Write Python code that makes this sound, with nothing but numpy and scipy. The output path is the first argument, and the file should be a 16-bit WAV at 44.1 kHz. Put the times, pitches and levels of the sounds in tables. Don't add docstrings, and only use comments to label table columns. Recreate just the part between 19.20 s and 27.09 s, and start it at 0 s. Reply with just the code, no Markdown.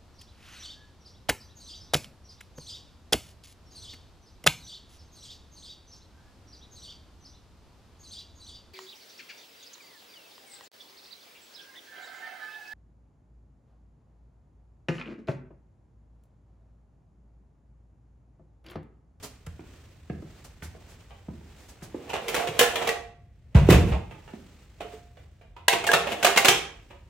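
import sys
import numpy as np
from scipy import signal
from scipy.fft import rfft, irfft, next_fast_len
from scipy.io import wavfile
from scipy.ndimage import map_coordinates

SR = 44100
rng = np.random.default_rng(int(sys.argv[2]) if len(sys.argv) > 2 else 0)


def transcribe(u):
    v = np.clip(np.atleast_2d(u).T, -1, 1)
    q = np.round(v * 32767).astype(np.int16)
    wavfile.write(sys.argv[1], SR, q)


N = 347949
T = np.arange(SR) / SR
HZ = np.fft.rfftfreq(SR, 1 / SR)
WALK_END_S, SECOND_HORSE_S = 2.4, 5.4

# start in seconds, level in dB, pitch in Hz, relative level of the grit in dB.
HEEL_STRIKES = [(.268, -34.5, 137, -6), (.898, -25, 179, -14.5), (1.423, -36.5, 172, 1),
                (2.084, -28, 207, -30), (2.621, -32.5, 184, -12.5), (2.744, -23.5, 380, -26.5),
                (3.285, -32, 150, -24), (5.135, -31.5, 299, -17)]
# frequency in Hz, level in dB.
STEEL_TONE = [(60, -39), (150, -6), (270, -7), (400, 3), (750, 3), (1300, -5.5), (1800, -6), (2800, -4.5),
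              (4800, -17), (7000, -16.5), (10000, -23), (16000, -26)]
GRIT_TONE = [(100, -25.5), (500, -20.5), (1000, 1.5), (2200, 3.5), (5000, -23), (15000, -71)]
SOLE_TONE = [(60, -20), (170, -7.5), (350, 3.5), (520, -8.5), (800, -7), (1500, -27.5), (4000, -64)]


def amp(db):
    return 10 ** (np.asarray(db) / 20)


def unit(x):
    return x / np.sqrt(np.mean(x ** 2) + 1e-20)


def along(points, hz):
    freqs, values = np.transpose(points)
    return np.interp(np.log(hz + 1), np.log(freqs + 1), values)


def wobble(rate):
    return map_coordinates(rng.standard_normal(int(N * rate / SR) + 4), [np.arange(N) * rate / SR])


def filtered(x, response):
    size = next_fast_len(x.shape[-1] + 4096, True)
    return irfft(rfft(x, size) * response(np.fft.rfftfreq(size, 1 / SR)), size)[..., :x.shape[-1]]


def noise(tone, size):
    # frequency in Hz, how alike left and right are (1 is the same).
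    likeness = [(100, 0.98), (300, 0.95), (700, 0.53), (1400, 0.9), (3000, 0.46), (7000, 0.22),
                (15000, 0.11)]
    hz = np.fft.rfftfreq(size, 1 / SR)
    width = np.arccos(along(likeness, hz)) / 2
    spectrum = rfft(rng.standard_normal((2, size))) * amp(along(tone, hz))
    mid, side = irfft(spectrum * [np.cos(width), np.sin(width)], size)
    return unit(np.array([mid + side, mid - side]))


def swell(rise):
    u = T / rise
    return u * np.exp(1 - u)


def hump(s, db, rise, fall):
    t = np.arange(N) / SR - s
    return amp(db - 20 * np.maximum(-t / rise, t / fall))


def add(track, s, sound):
    part = track[:, round(s * SR):][:, :SR]
    part += sound[..., :part.shape[1]]


def in_room(sound, echo_db, build_s=0.0017):
    # frequency in Hz, seconds to fade by 60 dB.
    echo_times = [(60, 0.31), (200, 0.78), (400, 0.45), (700, 0.47), (2500, 0.46), (6000, 0.4),
                  (11000, 0.31), (16000, 0.22)]
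    hz, t, hiss = signal.stft(noise([(20, 0), (20000, 0)], size=SR), SR, nperseg=256)
    fading = hiss * amp(-60 * t / along(echo_times, hz)[:, None])
    tail = signal.istft(fading, SR, nperseg=256)[1][:, :SR] * (1 - np.exp(-(T / build_s) ** 2))
    echo = signal.fftconvolve(np.atleast_2d(sound), tail, axes=1)[:, :SR]
    return sound + amp(echo_db) * np.std(sound) * unit(echo)


def room_air():
    # frequency in Hz, relative level in dB.
    air_tone = [(20, -7), (40, 5), (65, 7), (100, 2.5), (170, -9.5), (300, -21), (550, -25.5), (1000, -40),
                (2000, -35.5), (5000, -51), (16000, -62)]
    return amp(-51) * noise(air_tone, size=N)


def clothes():
    # peak time in seconds, relative level in dB, fade in seconds.
    arm_moves = [(0, -58.5, 0.3), (2.85, -60.5, 0.92), (5.2, -61, 1), (5.73, -56, 0.18), (6.0, -69.5, .45),
                 (7.65, -67, .9)]
    # frequency in Hz, relative level in dB.
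    cloth_tone = [(100, -14), (220, -9), (500, -13), (1000, -18.5), (2500, -19), (5000, -25), (8000, -26.5),
                  (10500, -37.5), (16000, -33.5)]
    strides = [hump(s + 0.27, db=-61.5, rise=0.73, fall=0.73) for s, *_ in HEEL_STRIKES if s < WALK_END_S]
    reaches = [hump(s, db, fade, fade) for s, db, fade in arm_moves]
    rubbing = np.linalg.norm(strides + reaches, axis=0)
    grains = unit(amp(0.5 * wobble(21) + 1.4 * wobble(120)))
    return amp(5.5) * rubbing * grains * noise(cloth_tone, size=N)


def heel(hz, grit_db):
    pitch = hz * (0.65 + 1.26 * np.exp(-T * hz / 0.9))
    thump = swell(1.2 / hz) ** 2 * np.sin(2 * np.pi * np.cumsum(pitch) / SR)
    slap = amp(-9.5) * noise(SOLE_TONE, size=SR) * swell(0.0032)
    grit = amp(grit_db - 3) * noise(GRIT_TONE, size=SR) * amp(-60 * T / 0.05)
    return in_room(thump + slap + grit, echo_db=-2.5, build_s=0.004)


def boots():
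    # start in seconds, level in dB, rise in seconds.
    scuffs = [(.022, -39, .02), (0.263, -45.5, 0.0036), (1.238, -48, 0.013), (1.420, -45, 0.02),
              (1.68, -57, 0.026), (2.35, -61, 0.065), (2.479, -50, 0.017), (2.62, -46, 0.017)]
    # frequency in Hz, relative level in dB.
    dust_tone = [(200, 1), (900, -1), (2000, -8), (7000, -5), (10000, -9), (15000, -14.5)]
    out = np.zeros((2, N))
    for s, db, hz, grit_db in HEEL_STRIKES:
        add(out, s, amp(db) * heel(hz, grit_db))
        if s < WALK_END_S:
            weight = swell(0.019) * np.sin(2 * np.pi * 79.3 * T)
            add(out, s, amp(-39.5) * in_room(weight, echo_db=-1, build_s=0.022))
            toe = (noise(SOLE_TONE, size=SR) + amp(-16.5) * noise(GRIT_TONE, size=SR)) * swell(0.0025)
            toe_db = -39 - 4.5 * s
            add(out, s + 0.125, amp(toe_db) * in_room(toe, echo_db=1))
    for s, db, rise in scuffs:
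        add(out, s, amp(db) * in_room(noise(dust_tone, size=SR) * swell(rise) ** 2, echo_db=-6.5))
    return out


def beam_ring(s):
    # pitch in Hz, relative level in dB.
    first_beam = [(462, 8), (482, -10.5), (570, -15.5), (702, 6), (812, -1.5), (905, -28), (1142, -2.5),
                  (1355, -3), (1429, -31), (1797, -11.5), (2383, -8), (2631, -16.5), (3004, -13.5),
                  (3255, -14)]
    second_beam = [(399, 0), (465, 1), (690, 11), (794, 5.5), (985, -10.5), (1101, 0.5), (1419, -14.5),
                   (1644, -8), (1780, -17.5), (1903, -20), (1979, -11.5), (2156, 4), (2481, -11),
                   (2613, -21), (2716, 3), (3056, -1.5), (3745, -6)]
    hz, db = np.transpose(first_beam if s < SECOND_HORSE_S else second_beam)[:, :, None]
    t = T[:SR // 4]
    fade_s = 0.24 * (500 / hz) ** 0.25
    strength = amp(db + 4 * rng.standard_normal(hz.shape))
    notes = strength * amp(-60 * t / fade_s) * np.sin(2 * np.pi * (hz * t + rng.random(hz.shape)))
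    ring = notes.sum(axis=0) * (1 - np.exp(-t / 0.008))
    return unit(np.pad(ring, (0, SR - len(t))))


def hinges():
    # fastest moment in seconds, relative level in dB, run-up in seconds.
    swings = [(2.96, -41, 0.25), (3.21, -27, 0.23), (3.39, -34.5, 0.21), (3.68, -32, 0.67),
              (4.54, -25, 0.095), (4.7, -37.5, .2), (6.7, -27, 0.054), (6.91, -31.5, 0.11),
              (7.15, -31.5, 0.39)]
    first = [row for row in swings if row[0] < SECOND_HORSE_S]
    second = [row for row in swings if row[0] >= SECOND_HORSE_S]
    out = np.zeros((2, N))
    for horse in (first, second):
        speed = np.max([hump(s, db, run_up, fall=0.12) for s, db, run_up in horse], axis=0)
        scrape = speed * unit(amp(0.78 * wobble(130))) * noise(STEEL_TONE, size=N)
        sing = signal.fftconvolve(scrape, beam_ring(horse[0][0])[None], axes=1)[:, :N]
        out += amp(-2.5) * scrape + amp(-2) * np.std(scrape) * unit(sing)
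    return out


def rubber_feet():
    # start in seconds, level in dB, pitch in Hz.
    landings = [(4.350, -5, 144.7), (4.355, -4.5, 77.3), (4.4887, -0.5, 364.6), (4.497, -6, 121.2),
                (4.510, -5, 159.7), (4.535, -10, 66.7), (4.58, -11, 81.2), (4.717, -17, 66.6)]
    out = np.zeros((2, N))
    for s, db, hz in landings:
        push = swell(0.53 / hz) * np.sin(2 * np.pi * hz * T)
        add(out, s, amp(db) * in_room(push, echo_db=-1.5, build_s=0.015))
    return out


def steel_hit(low_db, high_db, fade_s, rise, ripple_db):
    low_band = 1 / (1 + (HZ / 1200) ** 6)
    high_band = 1 - 1 / (1 + (HZ / 4000) ** 6)
    ripple = (1 - high_band) * map_coordinates(rng.standard_normal(200), [HZ / 140])
    crowd = rfft(noise(STEEL_TONE, size=SR)) * amp(ripple_db * ripple)
    fade = amp(-60 * T / fade_s) * (1 - np.exp(-T / rise))
    chatter = amp(2.5 * map_coordinates(rng.standard_normal(600), [T * 500]))
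    bands = (low_band, 1 - low_band - high_band, high_band)
    lows, mids, highs = (unit(irfft(crowd * band) * fade * chatter) for band in bands)
    size = np.sqrt(fade_s / np.log(1e6))
    return (amp(low_db) * lows + mids + amp(high_db) * highs) * size


def clack(s, hard_db, chatter_s):
    length = chatter_s / 0.07
    low_db = -2 - hard_db + 2 * np.log2(length)
    rise = 0.0025 * amp(-1.56 * hard_db)
    strike = steel_hit(low_db, hard_db - 5, chatter_s, rise, ripple_db=4.5 / max(length, 1))
    if s < SECOND_HORSE_S:
        sheen_db = 2 + 1.6 * hard_db
        strike = filtered(strike, lambda hz: amp(sheen_db * (1 - 1 / (1 + (hz / 9800) ** 8))))
    ring = amp(0.5 * low_db - 30) * beam_ring(s)
    return in_room(strike, echo_db=-2.5) + in_room(ring, echo_db=1)


def sawhorses():
    # start in seconds, relative level in dB, hardness in dB,
    # seconds for the chatter to fade by 60 dB, number of bounces.
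    blows = [(2.893, -30, -2.5, 0.08, 0), (2.931, -25, -3.5, .11, 1), (3.081, -23, 1.5, .09, 0),
             (3.143, -19.5, 1, .08, 1), (3.271, -25, -1.5, 0.094, 0), (3.391, -7.5, 3, .055, 2),
             (3.556, -18.5, -0.5, .058, 0), (3.613, -25.5, -3, .1, 0), (3.672, -21, 0, .12, 0),
             (3.689, -13.5, -1.5, .031, 0), (4.346, -26, -4, .27, 0), (4.487, -21, -1, .07, 0),
             (4.500, -15.5, 1, 0.12, 2), (4.717, -31, -7.5, .16, 0), (5.603, -34.5, -6, 0.122, 0),
             (6.4815, -3.5, 3, 0.024, 0), (6.526, -15.5, -2.5, .088, 0), (6.639, -21.5, -3, .035, 0),
             (6.667, -17.5, 3.5, .07, 0), (6.715, -14.5, 0, .053, 0), (6.733, -8, -0.5, .065, 0),
             (6.868, -23, -6.5, 0.055, 0), (6.916, -23.5, -2.5, .09, 0), (7.027, -16.5, 1, .1, 0),
             (7.046, -7.5, 2.5, .055, 1), (7.16, -16.5, -0.5, .066, 0), (7.173, -7.5, 3.5, .055, 0),
             (7.246, -11, 3, .13, 0), (7.283, -5.5, 4.5, .068, 0)]
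    # start in seconds, relative level in dB.
    rattles = [(1.906, -44.5), (4.909, -39), (5.076, -42.5), (5.969, -48.5), (6.211, -49), (6.364, -41.5),
               (7.703, -42)]
    # start in seconds, level in dB, pitch in Hz, seconds to fade by 60 dB.
    knocks = [(3.410, -12.5, 481.7, 0.28), (3.690, -35.5, 701, 0.65), (5.605, -42, 704, 0.77),
              (5.650, -36.5, 428, 0.13), (5.736, -35, 434, .12), (6.481, -9.5, 1650, .032),
              (6.690, -10, 1642, 0.068), (7.047, -7, 712, .06), (7.174, -6.5, 2140, .05),
              (7.284, -18.5, 364, 0.13)]
    bounce_s, bounce_loss_db = 0.019, 4
    out = np.zeros((2, N))
    for s, db, hard_db, chatter_s, bounces in blows:
        for k in range(bounces + 1):
            add(out, s + k * bounce_s, amp(db - 5.5 - k * bounce_loss_db) * clack(s, hard_db - k, chatter_s))
    for s, db in rattles:
        shift = steel_hit(low_db=4.5, high_db=-14.5, fade_s=0.045, rise=0.004, ripple_db=2.5)
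        add(out, s, amp(db - 6.5) * in_room(shift, echo_db=3.5))
    for s, db, hz, fade_s in knocks:
        note = np.sin(2 * np.pi * hz * T) * amp(-60 * T / fade_s) * (1 - np.exp(-T / 0.00068))
        add(out, s, amp(db) * in_room(note, echo_db=-14))
    return out


def scene():
    # frequency in Hz, left level minus right level in dB.
    balance = [(150, -.5), (380, -3), (700, -6.5), (1300, -2.5), (2400, -0.2), (4400, 0.4), (15000, -0.5)]
    sources = sawhorses() + hinges() + rubber_feet() + boots() + clothes()
    placed = filtered(sources, lambda hz: amp(np.outer([0.5, -0.5], along(balance, hz))))
    return placed + room_air()


def record(dry):
    bottom_hz, top_hz, ceiling = 45, 16000, 0.86
    trimmed = signal.sosfilt(signal.butter(3, bottom_hz, "highpass", fs=SR, output="sos"), dry)
    rounded = trimmed / (1 + np.abs(trimmed / ceiling) ** 8) ** (1 / 8)
    return filtered(rounded, lambda hz: 1 / (1 + (hz / top_hz) ** 120))


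dry = scene()
out = record(dry)
transcribe(out)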